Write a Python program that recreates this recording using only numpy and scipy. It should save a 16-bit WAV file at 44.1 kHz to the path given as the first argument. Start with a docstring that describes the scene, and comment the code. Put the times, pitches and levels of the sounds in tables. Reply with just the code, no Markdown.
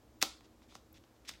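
"""Small cardboard box, handled

Fingers and nails work at the flap in a quiet, furnished room. Snaps and taps: scattered cracks through
resonant card plus a box thud. Sliding skin: dense random grains. Nail ticks: decaying high noise bands.
The walls answer with a short frequency-dependent tail, over air noise, low hum and rumble."""
import sys
import numpy as np
from scipy import signal
from scipy.fft import rfft, irfft, next_fast_len
from scipy.io import wavfile

SR = 44100
rng = np.random.default_rng(int(sys.argv[2]) if len(sys.argv) > 2 else 0)


def volts(x):
    """Linear amplitude factor 10**(x/20) for a level x in dB, scalar or array-like."""
    e = np.asarray(x, float) / 20
    return 10 ** e


def wav_out(sig):
    """Save sig, one row per channel (or a flat mono array), as 16-bit PCM at SR to the path in sys.argv[1]."""
    wavfile.write(sys.argv[1], SR, np.round(np.clip(np.atleast_2d(sig).T, -1, 1) * 32767).astype(np.int16))


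N = 61739  # length [samples]

# flap snaps and finger taps: (time [s], crack level [dB], centre [Hz], arrival spread [s],
# body thud re crack [dB], treble shelf [dB])
SNAPS = [(.2158, -27.5, 2940, 0.0058, -16.5, 0), (.2251, -12.5, 5230, 0.0032, -8, -10),
         (.2323, -34, 5230, 0.0049, 4, 1.5), (.4075, -50.5, 1510, .002, 0.5, -7),
         (.619, -57, 1500, 0.00192, -2, -8), (0.722, -58.5, 1600, 0.00125, 12, -11),
         (.752, -40.5, 4240, .0025, 2.5, -14), (.981, -55.5, 3140, 0.0015, -12, -7),
         (1.038, -57.5, 2500, .004, 0, -12.5), (1.2535, -57, 3640, 0.0032, -27, -1),
         (1.291, -32, 2880, .0045, -12, -3), (1.3005, -47, 3530, 0.0048, -33, -6),
         (1.312, -48.5, 3940, 0.0044, -3.5, -19), (1.337, -47, 2960, 0.00356, -19, -18)]
# nail ticks: (time [s], peak [dB], centre [Hz])
TICKS = [(.928, -46, 14500), (.9305, -57, 10500)]
# skin sliding on card: (start [s], swell [s], hold [s], fade t60 [s], rms before envelope [dB], centre [Hz])
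RUBS = [(.209, 0.021, 0.0038, 0.04, -38, 3900), (0.224, .004, .002, .01, -31.5, 4300),
        (0.427, 0.018, .015, 0.036, -69.5, 4030), (0.617, 0.0091, 0.0085, .15, -71.5, 3920),
        (0.68, 0.015, 0.039, 0.063, -66.5, 3800), (.73, 0.021, 0.016, 0.057, -62.5, 5100),
        (0.938, 0.0047, 0.034, .04, -65.5, 3600), (1.04, 0.0043, 0.007, 0.063, -77, 3530),
        (1.154, 0.0081, 0.0045, 0.043, -75.5, 3720), (1.247, 0.0041, 0.023, 0.13, -63, 2990),
        (1.272, 0.019, 0.0025, 0.055, -43, 4170), (1.32, 0.024, 0.01, 0.067, -64.5, 2780)]
# card panel resonances: (frequency [Hz], width [Hz], relative level [dB])
CARD_MODES = [(1885, 600, -0.5), (2500, 100, -29.5), (3500, 150, -6), (4300, 150, -2), (6050, 230, -11.5),
              (6880, 270, -17.5), (7720, 180, -9.5), (11800, 240, -23)]
# hollow body resonances: (frequency [Hz], width [Hz], relative level [dB])
BODY_MODES = [(192, 56, -1), (310, 41, 4), (443, 110, -1.5), (574, 76, 1), (760, 83, 5), (1082, 161, 4),
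              (1346, 190, 4)]
# wall answer decay: (frequency [Hz], t60 [s])
ROOM_T60 = [(200, .35), (600, 0.23), (1500, 0.37), (2800, 0.28), (4300, 0.35), (6000, 0.26), (8000, 0.32),
            (15000, 0.14)]
# wall answer initial colour: (frequency [Hz], relative level [dB])
ROOM_COLOUR = [(200, 0.5), (700, 0), (1300, -2.5), (2800, -0.5), (4400, 0), (6000, -1.5), (8000, -2.5),
               (15000, 3)]
# room floor spectrum: (frequency [Hz], relative density [dB per Hz])
AIR_SPECTRUM = [(15, -59.5), (30, -34), (87, -9.5), (166, -9.5), (217, -6), (317, -1.5), (394, -6.5),
                (575, -8), (936, -13), (2110, -22.5), (4500, -25), (7710, -26.5), (8500, -32), (15000, -31),
                (16000, -39.5)]
# wavering hum: (frequency [Hz], resonance width before squaring [Hz], rms before swell [dB])
HUM_BANDS = [(59.5, 2, -73), (114, 10, -74.5), (235.6, 21, -75.5), (315.7, 10, -73.5)]
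# gain of hum and rumble: (time [s], gain [dB])
HUM_SWELL = [(0, -1), (.45, -0.5), (.82, 0), (1.02, 2), (1.06, -7.5), (1.2, -2), (1.28, -3), (1.4, 0.5)]

BAND_WIDTH_RATIO = 1.23  # broad card band: width over centre
TREBLE_HZ = 7710  # shelf midpoint
CARD_RING_DB, RUB_RING_DB, FAR_RING_DB = -1, 1, -8.5  # panel ringing: direct snap, sliding, snap to walls
EDGE_RATIO, EDGE_DB = 0.2, -5  # sharp leading edge: share of arrival spread, level
BASS_LAG_S = 0.000708  # bending-wave lag scale, near 1 kHz
LEAD_SAMPLES = 64  # room ahead of the snap impulse
GRAINS_PER_S, GRAIN_SPREAD_DB = 9000, 3
RUB_TREBLE_DB = -6.5
TICK_T60_S, TICK_WIDTH_HZ = 0.011, 4000  # width of each of two cascaded resonances
ROOM_DB, ROOM_DELAY_S = -10.5, 0.006
AIR_DB = -66.5
RUMBLE_HZ, RUMBLE_DB = 62, -69.5  # rms before swell
TOP_HZ = 15800


def snaps():
    """Sharp edge and ragged burst crack through card and thud the hollow body; each meets the walls anew."""
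    out = np.zeros(N)
    blow = signal.unit_impulse(SR // 20, LEAD_SAMPLES)
    for start_s, level_db, centre_hz, spread_s, thud_db, treble_db in SNAPS:
        def thin(f):
            """Second-order bass cut."""
            return 1 / (1 + 0.25 * centre_hz / (1j * f + 1)) ** 2

        def burst(f):
            """Leading edge plus the longer scatter."""
            return volts(EDGE_DB) * ragged(f, EDGE_RATIO * spread_s) + ragged(f, spread_s)

        def body(f):
            """Edge-driven body modes, dulled above half the centre."""
            return ragged(f, EDGE_RATIO * spread_s) * modes(f, BODY_MODES) / (1 + 2j * f / centre_hz)

        def scaled(x, db):
            """Set energy over the arrival spread, with an 8 dB offset."""
            return volts(db - 8) * x / np.sqrt(np.sum(x ** 2) / (spread_s * SR))

        crack = filtered(blow, lambda f: burst(f) * thin(f) * card(f, centre_hz, treble_db, CARD_RING_DB))
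        # the walls get a plain unscattered snap with weaker panel ringing
        far = filtered(blow, lambda f: thin(f) * card(f, centre_hz, treble_db, FAR_RING_DB))
        thud = scaled(filtered(blow, body), level_db + thud_db)
        onset_s = start_s - LEAD_SAMPLES / SR
        add(out, onset_s, scaled(crack, level_db) + thud)
        add(out, onset_s, room(scaled(far, level_db) + thud))
    return out


def rubs():
    """Dense fibre grains of uneven size swell, hold and fade through the card."""
    out = np.zeros(N)
    t = np.arange(SR // 4) / SR
    for start_s, swell_s, hold_s, t60_s, level_db, centre_hz in RUBS:
        chance, side, size = rng.random((3, len(t)))
        size_gain = volts(-GRAIN_SPREAD_DB * np.log(size + 1e-2))
        grains = (chance < GRAINS_PER_S / SR) * np.sign(side - 0.5) * size_gain

        def through_card(f):
            """Card response narrowed by one more resonance."""
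            return card(f, centre_hz, RUB_TREBLE_DB, RUB_RING_DB) * peak(f, centre_hz, 1.4 * centre_hz)

        rise = np.clip(t / swell_s, 0, 1) ** 1.1
        fade = volts(-60 * np.clip(t - swell_s - hold_s, 0, 1) / t60_s)
        add(out, start_s, volts(level_db) * rise * fade * unit(filtered(grains, through_card)))
    return out


def ticks():
    """A nail catching an edge: brief decaying noise in a very high band."""
    out = np.zeros(N)
    t = np.arange(SR // 50) / SR
    for start_s, peak_db, centre_hz in TICKS:
        noise = rng.standard_normal(len(t)) * volts(-60 * t / TICK_T60_S)
        tick = filtered(noise, lambda f: peak(f, centre_hz, TICK_WIDTH_HZ) ** 2)
        add(out, start_s, volts(peak_db) * tick / np.abs(tick).max())
    return out


def card(f, centre_hz, treble_db, ring_db):
    """Broad band with the panels ringing on it and a treble shelf."""
    shelf = volts(treble_db / (1 + (TREBLE_HZ / (f + 1)) ** 10))
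    ringing = 1 + volts(ring_db) * modes(f, CARD_MODES)
    return peak(f, centre_hz, BAND_WIDTH_RATIO * centre_hz) * ringing * shelf


def ragged(f, spread_s):
    """Crack whose frequencies arrive scattered in time, with extra bending-wave lag for the low ones."""
    knots_hz = np.arange(0, SR / 2, 350)
    scatter_s = spread_s * np.interp(f, knots_hz, rng.random(len(knots_hz)) ** 1.5)
    lag_s = scatter_s + BASS_LAG_S * np.sqrt(1000 / (f + 300))
    return np.exp(-2j * np.pi * np.cumsum(lag_s) * f[1])  # phase integrates group delay


def room(x):
    """Wall answer: delayed noise tail, each frequency dying at its own speed."""
    hz, t, z = signal.stft(rng.standard_normal(SR // 2), SR, nperseg=256)
    decay_db = -60 * t / along(ROOM_T60, hz)[:, None]
    z = z * volts(along(ROOM_COLOUR, hz)[:, None] + decay_db)
    tail = signal.istft(z, SR, nperseg=256)[1]
    delayed = np.pad(x, (round(ROOM_DELAY_S * SR), 0))
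    return volts(ROOM_DB) * signal.fftconvolve(delayed, tail / np.linalg.norm(tail))[:N]


def hush():
    """Steady air and microphone noise, plus narrow wavering hum bands and a rumble that swell together."""
    air = volts(AIR_DB) * unit(filtered(rng.standard_normal(N), lambda f: volts(along(AIR_SPECTRUM, f))))
    hum = np.zeros(N)
    for hz, width_hz, db in HUM_BANDS + [(RUMBLE_HZ, RUMBLE_HZ, RUMBLE_DB)]:
        band = filtered(rng.standard_normal(N), lambda f: np.abs(peak(f, hz, width_hz)) ** 2)
        hum += volts(db) * unit(band)
    swell_db = np.interp(np.arange(N) / SR, *np.transpose(HUM_SWELL))
    return air + hum * volts(swell_db)


def unit(x):
    """Scale to rms 1."""
    return x / np.sqrt(np.mean(x ** 2) + 1e-20)


def along(points, hz):
    """Interpolate (frequency [Hz], value) points on a log axis."""
    f, v = np.transpose(points)
    return np.interp(np.log(hz + 1), np.log(f + 1), v)


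def filtered(x, response):
    """Apply a complex frequency response to x."""
    m = next_fast_len(len(x) + 8192)
    return irfft(rfft(x, m) * response(np.fft.rfftfreq(m, 1 / SR)), m)[:len(x)]


def peak(f, hz, width_hz):
    """One causal resonance, unity at its centre."""
    return 1j * f * width_hz / (hz * hz - f * f + 1j * f * width_hz)


def modes(f, table):
    """Parallel resonances of alternating sign."""
    return sum((-1) ** k * volts(db) * peak(f, hz, w) for k, (hz, w, db) in enumerate(table))


def add(out, start_s, x):
    """Mix x into out at start_s."""
    part = out[round(start_s * SR):][:len(x)]
    part += x[:len(part)]


def scene():
    """Box, wall answer and room floor; ticks feed the walls at about half level."""
    rub, tick = rubs(), ticks()
    return (snaps() + rub + tick + room(rub + 0.49 * tick) + hush())[None]


def roll_off(x):
    """The treble ends steeply here."""
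    return signal.sosfilt(signal.butter(12, 16590, fs=SR, output="sos"), x)


def record(dry):
    """Top band limit: 20 dB down from TOP_HZ up."""
    mix = filtered(dry[0], lambda f: np.where(f < TOP_HZ, 1, volts(-20)))[None]
    return roll_off(mix)


dry = scene()
out = record(dry)
wav_out(out)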